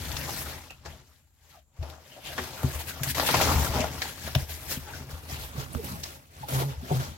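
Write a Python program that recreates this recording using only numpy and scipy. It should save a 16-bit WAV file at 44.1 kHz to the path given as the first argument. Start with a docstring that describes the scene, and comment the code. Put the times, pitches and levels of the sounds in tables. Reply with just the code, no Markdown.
"""Kraft packing paper slides and crackles as a toy truck is lifted from a cardboard box in a small room.
The paper is stuffed back and the flaps are knocked and brushed; the box is then swung off the bench
to one side, where it judders as it is pushed along and bumps down. Paper is filtered showers of clicks,
knocks are pushes on damped box modes, scuffs are noise in gliding resonances, and the judder is a
train of stick-slip clicks; a short diffuse tail and steady noise give the room."""
import sys
import numpy as np
from scipy import signal
from scipy.fft import rfft, irfft, next_fast_len
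from scipy.io import wavfile

SR = 44100
rng = np.random.default_rng(int(sys.argv[2]) if len(sys.argv) > 2 else 0)


def output_pcm(signal):
    """Save a mono or channel-first signal as 16-bit PCM at the path in sys.argv[1].

    Samples are clipped to [-1, 1] before scaling.
    """
    pcm = np.clip(np.atleast_2d(signal).T, -1, 1) * 32767
    wavfile.write(sys.argv[1], SR, np.round(pcm).astype(np.int16))


N = 316356
TIME = np.arange(N) / SR

# Damped normal modes of the box, air cavity and big wall first: f/Hz, relative level/dB, free t60/s
BOX_MODES = [(76.2, 1, 0.25), (134.4, 0, 0.21), (195, 1, 0.062), (253, -1, 0.14), (371.6, -9.5, 0.3),
             (409, -6.5, 0.1), (555, -23.5, 0.081), (567, -6.5, 0.05), (708, -0.5, 0.048), (730, 1, 0.071)]

# Interaural likeness of the friction sounds: f/Hz, share common to both ears (0 to 1)
EAR_LIKENESS = [(300, 1), (550, 0.86), (1000, 0.74), (2000, 0.3), (5000, 0.11), (15000, 0.095)]

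# Strokes of hand, paper and card, each speeding up to a peak and slowing down:
# t/s at the peak, attack/s, release/s, crease level/dB, then levels relative to the creases:
# sheet body/dB, hiss/dB, box air/dB, box wall/dB
HAND_STROKES = [(0.023, 0.2, 0.4, -42, -1.7, -3.5, 2.5, -1),
                (0.231, 0.1, 0.27, -40.5, -2.5, -6.5, -12, -7.0),
                (0.397, 0.097, 0.052, -40.5, -14, 1.5, -12, -14),
                (0.5, 0.057, 0.13, -43.5, -2, -4, -3.5, -11.5),
                (0.888, 0.047, 0.11, -51.0, -0.2, -7, 2, -2), (1.105, 0.12, 0.16, -66, -4, -1.5, -13, -7),
                (1.547, 0.13, 0.052, -59, -6.5, -5, -6, -12),
                (1.868, 0.077, 0.15, -53.5, 3, -6.5, -1, -7.0),
                (2.156, 0.14, 0.078, -52.4, -4, -4.5, -17, -8.8),
                (2.271, 0.04, 0.083, -43.5, -6.5, -4, -8, -12),
                (2.42, 0.11, 0.11, -40.5, -3.5, -5.0, -7, -10),
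                (2.651, 0.2, 0.19, -43.5, -0.7, -4.5, -13, -7),
                (2.743, 0.058, 0.053, -44, -4, 0.5, -3, -11),
                (2.805, 0.025, 0.031, -38, -5, -2.5, -10.3, -16.2),
                (2.892, 0.026, 0.032, -36, -10, -2, -21, -13), (3.057, 0.16, 0.059, -43.5, 0.5, -6, -7, -4),
                (3.108, 0.041, 0.013, -31, -14, -0.5, -8, -11.5),
                (3.18, 0.022, 0.12, -32.5, 0, -4.5, -19, -8.5),
                (3.298, 0.1, 0.35, -30.6, -18, -4, -17, -8.5), (3.416, 0.097, 0.27, -30, 1.5, -9, -6, -0.5),
                (3.634, 0.098, 0.072, -40.5, 2, 4.5, 3, -7.5),
                (3.777, 0.062, 0.097, -34.0, 4.5, -9.5, 1, -4.5),
                (3.941, 0.11, 0.083, -44, -1, -6.5, -2.0, -0.5),
                (4.068, 0.09, 0.061, -38.5, -4, -4, -14, -11), (4.26, 0.13, 0.12, -43, -5.5, -3.5, -3, -3),
                (4.407, 0.036, 0.047, -40.5, -5.5, -3.5, -4, -10),
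                (4.509, 0.023, 0.05, -40, -12.5, -1.5, -2, -13),
                (4.628, 0.11, 0.3, -47.5, -2, -1, 4.5, -8.1),
                (4.717, 0.034, 0.043, -33.5, -7.5, -1.5, -15, -12),
                (4.946, 0.093, 0.12, -46.5, 1, -6, -2, -4), (5.102, 0.027, 0.21, -49, 0.5, -3, 0.4, -0.5),
                (5.324, 0.049, 0.094, -40.5, -4, -4, -14, -5),
                (5.421, 0.037, 0.073, -42, -2.5, -2.5, 2.5, -21),
                (5.609, 0.075, 0.053, -42.5, 1.4, -4, -5, -4),
                (5.748, 0.076, 0.26, -49.5, 0.5, -0.6, -6, 3), (5.87, 0.052, 0.22, -46.5, 0.5, 0.8, 2.5, 0),
                (6.051, 0.014, 0.098, -45.5, -1.9, -6, -19, -23),
                (6.442, 0.12, 0.019, -50.5, -1.2, -4.4, 1, -5),
                (6.545, 0.05, 0.091, -36.5, 1, -1.3, -9, -4),
                (6.617, 0.033, 0.019, -36.7, -1, -5, -5, -0.5), (6.688, 0.013, 0.12, -49.5, 1.3, -7, 5, -5),
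                (6.941, 0.096, 0.084, -42, 1.2, -3.5, -2, -2.7), (7.005, 0.012, 0.11, -41, 0.8, -6, 2, -1)]


def from_db(db):
    """Amplitude gain is a power of ten of level over 20 dB."""
    return 10 ** (np.asarray(db) / 20)


def rms_one(x):
    """Normalise to unit mean power."""
    return x / np.sqrt(np.mean(x ** 2) + 1e-20)


def in_time(rows):
    """Linear interpolation gives each column of a time table at every sample."""
    s, *columns = np.transpose(rows)
    return [np.interp(TIME, s, column) for column in columns]


def at_hz(points, hz):
    """A spectrum is read by interpolation on a logarithmic frequency axis."""
    known_hz, values = np.transpose(points)
    return np.interp(np.log(hz), np.log(known_hz), values)


def drift(rate_hz):
    """Noise through a double real pole wanders slowly; computed at every 40th sample, rms 1."""
    pole = np.exp(-80 * np.pi * rate_hz / SR)
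    noise = rng.standard_normal(N // 40 + 2002)
    slow = signal.lfilter([1], [1, -2 * pole, pole ** 2], noise)[2000:]  # settled part
    return np.interp(np.arange(N) / 40, np.arange(len(slow)), rms_one(slow))


def coloured(x, spectrum, low_hz=10, high_hz=SR):
    """Multiplication in the frequency domain shapes a signal between soft band edges; rms 1."""
    size = next_fast_len(N)
    hz = np.maximum(np.arange(size // 2 + 1) * SR / size, 1)
    edges = ((1 + (low_hz / hz) ** 8) * (1 + (hz / high_hz) ** 8)) ** -.5
    shaped = rfft(x, size) * edges * from_db(at_hz(spectrum, hz))
    return rms_one(irfft(shaped, size)[..., :N])


def panned(x, pan_db):
    """An interaural level difference, left minus right, places a sound to one side."""
    return x * from_db(np.array([[.5], [-.5]]) * pan_db)


def dying(t60):
    """Exponential decay: power falls by 60 dB in t60 seconds."""
    return 1e6 ** (-TIME[:SR // 2] / t60)


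def stroke_power(s, attack, release):
    """The power envelope of one stroke rises to 1 at its peak and falls by a power law in dB."""
    fall_db, roundness = 9.5, 1.5  # lost over one attack or release; 1 = pointed peak, 2 = bell
    power = np.zeros(N)
    near = (TIME > s - 5 * attack) & (TIME < s + 5 * release)
    age = TIME[near] - s
    distance = abs(age / np.where(age < 0, attack, release))
    power[near] = from_db(-fall_db * distance ** roundness) ** 2
    return power


def ambience():
    """Stationary noise, uncorrelated at the two ears, forms the background."""
    # Background spectrum: f/Hz, relative level/dB
    background = [(18, -48), (30, -21), (95, 8), (220, -46), (662, -56), (2100, -97), (7390, -8),
                  (9110, -44), (15800, -44)]
    return from_db(-73) * coloured(rng.standard_normal((2, N)), background)


def room_tail(x, t60, low_hz):
    """Diffuse reverberation: dense dying echoes, different at each ear, weak in the bass."""
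    age = TIME[:SR // 2]
    echoes = rng.standard_normal((2, len(age))) * 1000 ** (-age / t60)
    echoes *= age > .003  # the first echo comes after 3 ms
    echoes /= np.sqrt(np.sum(echoes ** 2, axis=1, keepdims=True))
    bass_cut = signal.butter(1, low_hz, "high", fs=SR, output="sos")
    return signal.fftconvolve(x, signal.sosfilt(bass_cut, echoes), axes=1)[:, :N]


def shudder():
    """Forced vibration: the hand strokes keep the air in the box and its walls trembling."""
    # Trembling of air and wall under a resting hand: level/dB of each
    resting_db = [-63.5, -79]
    # Spectrum of the trembling: f/Hz, spectral density level/dB
    tremble_colour = [(25, -14), (45, 1), (62, 1), (77, 13.5), (100, -2.5), (133, 2.5), (175, -6.5),
                      (245, -5), (330, -10)]
    linger_s = 0.017  # the heavy box swells and settles more slowly than the paper
    power = np.outer(from_db(resting_db) ** 2, np.ones(N))
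    for s, attack, release, db, _, _, air, wall in HAND_STROKES:
        envelope = stroke_power(s, attack + linger_s, release + linger_s)
        power += np.outer(from_db([db + air, db + wall]) ** 2, envelope)
    # a weak part differs at the two ears
    rubbing = rng.standard_normal(N) + from_db(-12.5) * rng.standard_normal((2, N))
    cavity = coloured(rubbing, tremble_colour, high_hz=95.5)
    walls = from_db(-0.2) * coloured(rubbing, tremble_colour, low_hz=113.4, high_hz=306)
    return np.sum(np.sqrt(power)[:, None] * [cavity, walls], axis=0)


def judder(jitter, uneven_db):
    """Stick-slip friction: the pushed box lets go in a click train near the rate of its wall mode."""
    # Course of the stick-slip: t/s, mean slip rate/(1/s), level/dB
    slip_course = [(6.49, 135, -66), (6.535, 135, -29), (6.57, 135, -24.5), (6.62, 135, -31),
                   (6.66, 136, -28), (6.70, 140, -32), (6.76, 100, -54), (6.895, 145, -79),
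                   (6.915, 168, -22.5), (6.95, 122, -22), (7.01, 136, -33), (7.08, 134, -63),
                   (7.12, 80, -63)]
    # Spectrum of the slips: f/Hz, relative level/dB
    slip_colour = [(70, -20), (135, 9.5), (270, -15), (400, -10), (540, -14), (750, -29), (1000, -38),
                   (1600, -50)]
    per_s, level_db = in_time(slip_course)
    turns = np.cumsum(per_s * (1 + jitter * drift(30))) / SR
    slips = np.diff(np.floor(turns), prepend=0)  # one click for each whole turn
    slips = slips * from_db(uneven_db * drift(80))
    moving = (TIME > slip_course[0][0]) * (TIME < slip_course[-1][0])
    return coloured(slips, slip_colour, low_hz=70) * from_db(level_db) * moving


def ring(force, hz, t60):
    """A damped resonator: a unit click sets a dying sine of initial height 1 ringing."""
    r, w = 1000 ** (-1 / (t60 * SR)), 2 * np.pi * hz / SR
    return signal.lfilter([0, np.sin(w)], [1, -2 * r * np.cos(w), r * r], force + 1e-18)


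def box_modes(force):
    """Modal superposition: the response sums air cavity, big wall and upper modes in alternate sign."""
    return sum((-1) ** k * from_db(db) * ring(force, hz, t60)
               for k, (hz, db, t60) in enumerate(BOX_MODES))


def knocks(reach_octaves=0.61):
    """Impact excitation: a shorter push favours higher modes, and each blow sets its own damping."""
    # Blows on the box: t/s, air cavity level/dB, wall level/dB, upper-mode level/dB (each added to
    # the mode's own level), contact time/s, share of the free ring time
    blows = [(1.788, -25.5, -50, -60, 0.005, 1.46), (1.811, -26, -31.5, -44, .0035, 0.48),
             (2.386, -66, -45, -31.5, 0.0013, 1.66), (2.638, -22.5, -16.5, -22, 0.0018, 0.9),
             (2.746, -26, -50, -55, 0.008, 1.5), (3.009, -53, -23.5, -32.5, 0.0028, 0.67),
             (3.069, -43, -27, -50, 0.0029, 1.4), (3.554, -17, -37, -33, 0.0018, 2.1),
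             (3.693, -19.5, -29, -39, 0.0026, .55), (3.752, -29, -44, -28.5, .002, 1.8),
             (3.795, -30, -39, -23.5, 0.0021, 0.82), (4.351, -26, -48, -24, 0.00042, 0.6),
             (4.356, -17, -13.5, -25, 0.0028, 0.66), (4.418, -26, -33, -45, .004, 0.57),
             (4.767, -34, -30.5, -28, .0025, .76), (5.002, -42, -37.5, -41, 0.0014, 1.6),
             (5.126, -29.5, -57, -55, 0.0094, 1), (5.319, -32.5, -35, -39, 0.0031, 1.4),
             (5.551, -39, -55, -35.5, 0.0018, 0.92), (5.576, -42, -23, -35, 0.003, .73),
             (5.750, -26.5, -35, -26, 0.0023, 0.48), (5.843, -53, -43, -38, 0.002, 1.1),
             (5.912, -51, -34, -47, 0.0025, .9), (6.404, -45, -37, -46, 0.0022, .87),
             (6.772, -30, -42, -58, 0.0042, 0.97), (6.824, -50, -44, -35, 0.0017, 1.4),
             (6.908, -47, -26, -16, 0.00068, 0.77), (6.945, -34, -25, -39, .0012, 1.2),
             (7.003, -48, -33, -36, .0012, 0.88)]
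    out, age = np.zeros(N + SR), TIME[:SR // 2]
    hz, level_db, t60 = np.transpose(BOX_MODES)
    signs = (-1) ** np.arange(len(BOX_MODES))
    for s, cavity_db, wall_db, upper_db, contact, ring_share in blows:
        favoured_hz = 413 * (.001 / contact) ** 0.74  # 413 Hz for a 1 ms contact
        octaves_off = np.log2(hz / favoured_hz)
        drive = from_db(upper_db) * np.exp(-.5 * (octaves_off / reach_octaves) ** 2)
        drive[:2] = from_db([cavity_db, wall_db])
        decay = 1000 ** (-np.outer(1 / (t60 * ring_share), age))
        modes = np.sin(2 * np.pi * np.outer(hz, age)) * decay
        push = np.hanning(max(round(contact * SR), 4))
        response = signs * drive * from_db(level_db) @ modes
        blow = np.convolve(response, push / push.sum())
        at = round(s * SR)
        out[at:at + len(blow)] += blow
    return out[:N]


def scuffs():
    """Friction noise in one narrow resonance, whose pitch slides as the contact moves."""
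    # Scuffs of card and plastic: t/s at the top, half length/s, level/dB, f/Hz at the top,
    # glide/(octaves per s), sharpness Q
    scuff_list = [(0.706, 0.0041, -40.5, 2670.0, 0.5, 11), (0.724, 0.0096, -49, 2680.0, -2.5, 13),
                  (1.548, 0.017, -60, 1244.0, -3.5, 7), (1.566, 0.02, -57, 740.0, -7.5, 5.4),
                  (1.876, 0.045, -50, 640.0, 0, 1.8), (2.137, 0.023, -54, 2950.0, 0.0, 7),
                  (2.18, 0.015, -48.5, 640, -15.5, 1.6), (2.276, 0.025, -42, 2910.0, 1.5, 3),
                  (2.295, 0.03, -49, 660.0, -3, 3), (2.389, 0.0067, -31.5, 1757, 0, 2),
                  (2.906, 0.021, -46.5, 1550.0, -1.5, 6.6), (3.351, 0.01, -25, 1100.0, -11, 2.1),
                  (3.496, 0.017, -27.5, 1055.0, -4, 2), (3.8, 0.035, -35.5, 620.0, 1, 10),
                  (4.024, 0.0041, -28.0, 1954.0, 1, 3), (4.279, 0.013, -42.5, 1604, -27.5, 2.4),
                  (4.3525, 0.0019, -20.5, 3280, -5, 2.9), (4.357, 0.0047, -31.5, 639, 0, 5.1),
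                  (4.888, 0.018, -48.5, 1487.0, 4.5, 3.6), (4.89, 0.016, -47.5, 870.0, 2, 11),
                  (4.942, 0.009, -42.5, 1520.0, 0.5, 9.5), (5.734, 0.0046, -42, 9900, -2, 4.4),
                  (5.792, 0.013, -36, 445.0, 0, 10), (5.84, 0.012, -41, 300.0, -19, 1.9),
                  (5.937, 0.029, -38.5, 191.0, -5.5, 3.9), (6.039, 0.0035, -30.5, 5040.0, 2.5, 1.9),
                  (6.439, 0.0075, -37, 833.0, -0.5, 5), (6.554, 0.034, -43, 866.0, 2.0, 3.1),
                  (6.624, 0.013, -35, 878.0, 0.0, 2.2), (6.627, 0.011, -32, 400.0, -3, 3.7),
                  (6.914, 0.0067, -30.5, 784.0, -5, 4.2)]
    out = np.zeros((2, N))
    for s, half_length, db, hz, glide, sharpness in scuff_list:
        near = abs(TIME - s) < .12
        age = TIME[near] - s
        # complex noise: one common part, one for each ear
        white = rng.standard_normal((3, SR // 2, 2))[:, :len(age)] @ [1, 1j]
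        alike = np.clip(at_hz(EAR_LIKENESS, hz), 0, 1)
        mixed = np.sqrt(alike) * white[0] + np.sqrt(1 - alike) * white[1:]
        half_band = signal.butter(2, hz / sharpness / 2, fs=SR, output="sos")
        wander = signal.sosfilt(half_band, mixed)
        # a gliding carrier lifts the narrow noise band to the resonance
        glide_age = np.clip(age, -2 * half_length, 2 * half_length)
        turns = np.cumsum(hz * 2 ** (glide * glide_age)) / SR
        rubbed = rms_one((wander * np.exp(2j * np.pi * turns)).real)
        out[:, near] += from_db(db) * np.exp(-.5 * (age / half_length) ** 2) * rubbed
    return out


def grains(edges, count, spread_db, patchy_db):
    """Granular friction: catching fibres give count uneven, partly correlated clicks a band; rms 1."""
    # Spectrum of the paper: f/Hz, spectral density level/dB
    paper_colour = [(280, -8.5), (340, -9), (420, -10), (520, -5.5), (650, -6.5), (820, -6), (1050, -9),
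                    (1600, -10.5), (2600, -12), (4500, -13), (7200, -15.5), (9000, -25), (12000, -16),
                    (15500, -22)]
    out = np.zeros((2, N))
    for low, high in zip(edges, edges[1:]):
        hz, at = np.sqrt(low * high), rng.integers(0, N, count)
        alike = np.clip(at_hz(EAR_LIKENESS, hz), 0, 1)
        # as the sheet bends, its facets come and go in each band
        patches_db = patchy_db * drift(17.2)[at]
        sizes = from_db(spread_db * np.minimum(rng.exponential(1, count), 4) + patches_db)
        # every click faces the ears in its own way
        common = np.sqrt(alike) * rng.choice([-1, 1], count)
        facing = common + np.sqrt(1 - alike) * rng.standard_normal((2, count))
        clicks = np.array([np.bincount(at, sizes * ear, N) for ear in facing])
        facet = signal.butter(2, [low, high], "band", fs=SR, output="sos")
        out += from_db(at_hz(paper_colour, hz)) * signal.sosfilt(facet, rms_one(clicks) + 1e-18)
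    return rms_one(out)


def crackle():
    """Random buckling: small creases give way in sudden jumps of power that die at once."""
    per_s, level_db, spread_db, t60 = 58, -3, 1.5, 0.013  # least level, relative to the stroke
    born = rng.random(N) < per_s / SR
    sizes = from_db(level_db + spread_db * np.minimum(rng.exponential(1, N), 3)) ** 2
    return np.maximum(signal.fftconvolve(born * sizes, dying(t60))[:N], 0)


def paper():
    """Amplitude modulation: strokes and snaps shape grains in hollow body, crisp creases and hiss."""
    # Paper settling between strokes: level/dB of body, creases, hiss
    settling_db = [-81, -87, -81]
    # Balance of the layers: gain/dB of body, creases, hiss
    balance_db = [-0.79, -0.15, 1.44]
    # Creases snapping through: t/s, crease level/dB, body level/dB and hiss level/dB relative
    # to the creases, t60/s
    snap_list = [(0.116, -32.5, -13, -13, 0.055), (0.167, -29, -8, -25, 0.046),
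                 (0.293, -37.9, 2, -12.0, 0.046), (0.706, -42, -1.5, -8.7, 0.048),
                 (0.851, -47, -1, -13, 0.12), (0.858, -42, 3.5, -16, 0.08), (1.827, -46, 5, -12, 0.13),
                 (1.899, -43, -8, -9, 0.057), (2.38, -31.5, 2, -22, 0.066), (2.388, -34, 2.5, -21, 0.077),
                 (2.632, -38.5, 10, 2.5, 0.048), (3.033, -25, -21.0, -2.8, 0.072),
                 (3.147, -32, -8.9, -6, 0.25), (3.198, -21, -1, -17.0, 0.054), (3.224, -33, 10, -4, 0.024),
                 (3.264, -27.5, -16, -1, 0.129), (3.288, -26.5, 5, -18.0, 0.125),
                 (3.342, -23.5, 1.5, -17, 0.13), (3.412, -25, 0.4, -8, 0.15), (3.452, -30, -15, -18, 0.043),
                 (3.475, -27.3, -1, -15.1, 0.036), (3.516, -31, 12.5, -22.5, 0.043),
                 (3.741, -36, 6, -15.0, 0.029), (3.805, -26.5, -10.0, -16, 0.066),
                 (4.019, -28.5, -3.5, -15.7, 0.062), (4.276, -38.5, 3, -4.7, 0.047),
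                 (4.351, -24.5, -4, -9, 0.053), (4.491, -44.5, -1.5, -9, 0.17), (5.749, -43, 10, -5, 0.03),
                 (5.844, -43.5, -15, 9.5, 0.073), (6.034, -35.5, -4, -4.3, 0.041),
                 (6.485, -38.2, 2, 2, 0.29)]
    crack_db, crack_t60 = -4, 0.0038  # first instant of a snap, relative to its longer decay
    power = np.outer(from_db(settling_db) ** 2, np.ones(N))
    for s, attack, release, db, body, hiss, _, _ in HAND_STROKES:
        power += np.outer(from_db([db + body, db, db + hiss]) ** 2, stroke_power(s, attack, release))
    # the crackles hardly reach the hiss
    uneven = 1 + np.outer(from_db([0, 0, -7]) ** 2, crackle())
    power *= uneven / uneven.mean(axis=1, keepdims=True) * from_db(drift(42)) ** 2
    for s, db, body, hiss, t60 in snap_list:
        at = round(s * SR)
        fall = (dying(t60) + from_db(crack_db) ** 2 * dying(crack_t60))[:N - at]
        power[:, at:at + len(fall)] += np.outer(from_db([db + body, db, db + hiss]) ** 2, fall)
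    # band edges in Hz
    sheet = grains(np.geomspace(260, 1500, 9), count=5000, spread_db=2.5, patchy_db=2.5)
    creases = grains(np.geomspace(1500, 7500, 8), count=20000, spread_db=0.3, patchy_db=1.95)
    surface = grains(np.geomspace(7500, 16800, 5), count=60000, spread_db=0.2, patchy_db=1.5)
    layers = [sheet, creases, surface]
    return sum(from_db(db) * np.sqrt(p) * layer for db, p, layer in zip(balance_db, power, layers))


def scene():
    """Superposition: paper and box are placed by level and time differences, then the room is added."""
    # Place of paper and scuffs: t/s, left-right level/dB, lag of the left ear/ms (lag for all sources)
    place = [(0, 4, 0.019), (2.5, 4, 0.064), (4.9, 3.5, 0.067), (5.5, 2.0, 0.26), (6.0, 1.5, 0.36),
             (6.5, 2, 0.37), (7.17, 2.5, 0.33)]
    # Place of the box's own low sounds, passing close by the right ear as it is swung away:
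    # t/s, left-right level/dB
    box_place = [(0, 4), (3.6, 3.5), (4.35, 3), (5.33, 3.3), (5.56, -3), (5.75, -12), (5.86, -3), (5.95, 3),
                 (6.5, 1.2), (7.17, 3)]
    pan_db, lag_ms = in_time(place)
    box_pan_db, = in_time(box_place)
    rustle = paper()
    # the paper drags on the card and sets the box ringing
    drag = from_db(-54) * rustle.mean(axis=0)
    box = box_modes(drag) + shudder() + judder(jitter=0.0236, uneven_db=-1.5) + knocks()
    left, right = panned(rustle + scuffs(), pan_db) + panned(box, box_pan_db)
    ears = np.array([np.interp(TIME - lag_ms / 1000, TIME, left), right])
    return ears + from_db(-10) * room_tail(ears, t60=0.18, low_hz=208) + ambience()


def record(dry):
    """Band limiting: the deepest bass is removed below about 36 Hz, and the top is cut steeply at 16 kHz."""
    bass_cut = signal.butter(3, 36, "high", fs=SR, output="sos")
    top_cut = signal.ellip(12, .1, 80, 16000, fs=SR, output="sos")
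    return signal.sosfilt(top_cut, signal.sosfilt(bass_cut, dry))


dry = scene()
out = record(dry)
output_pcm(out)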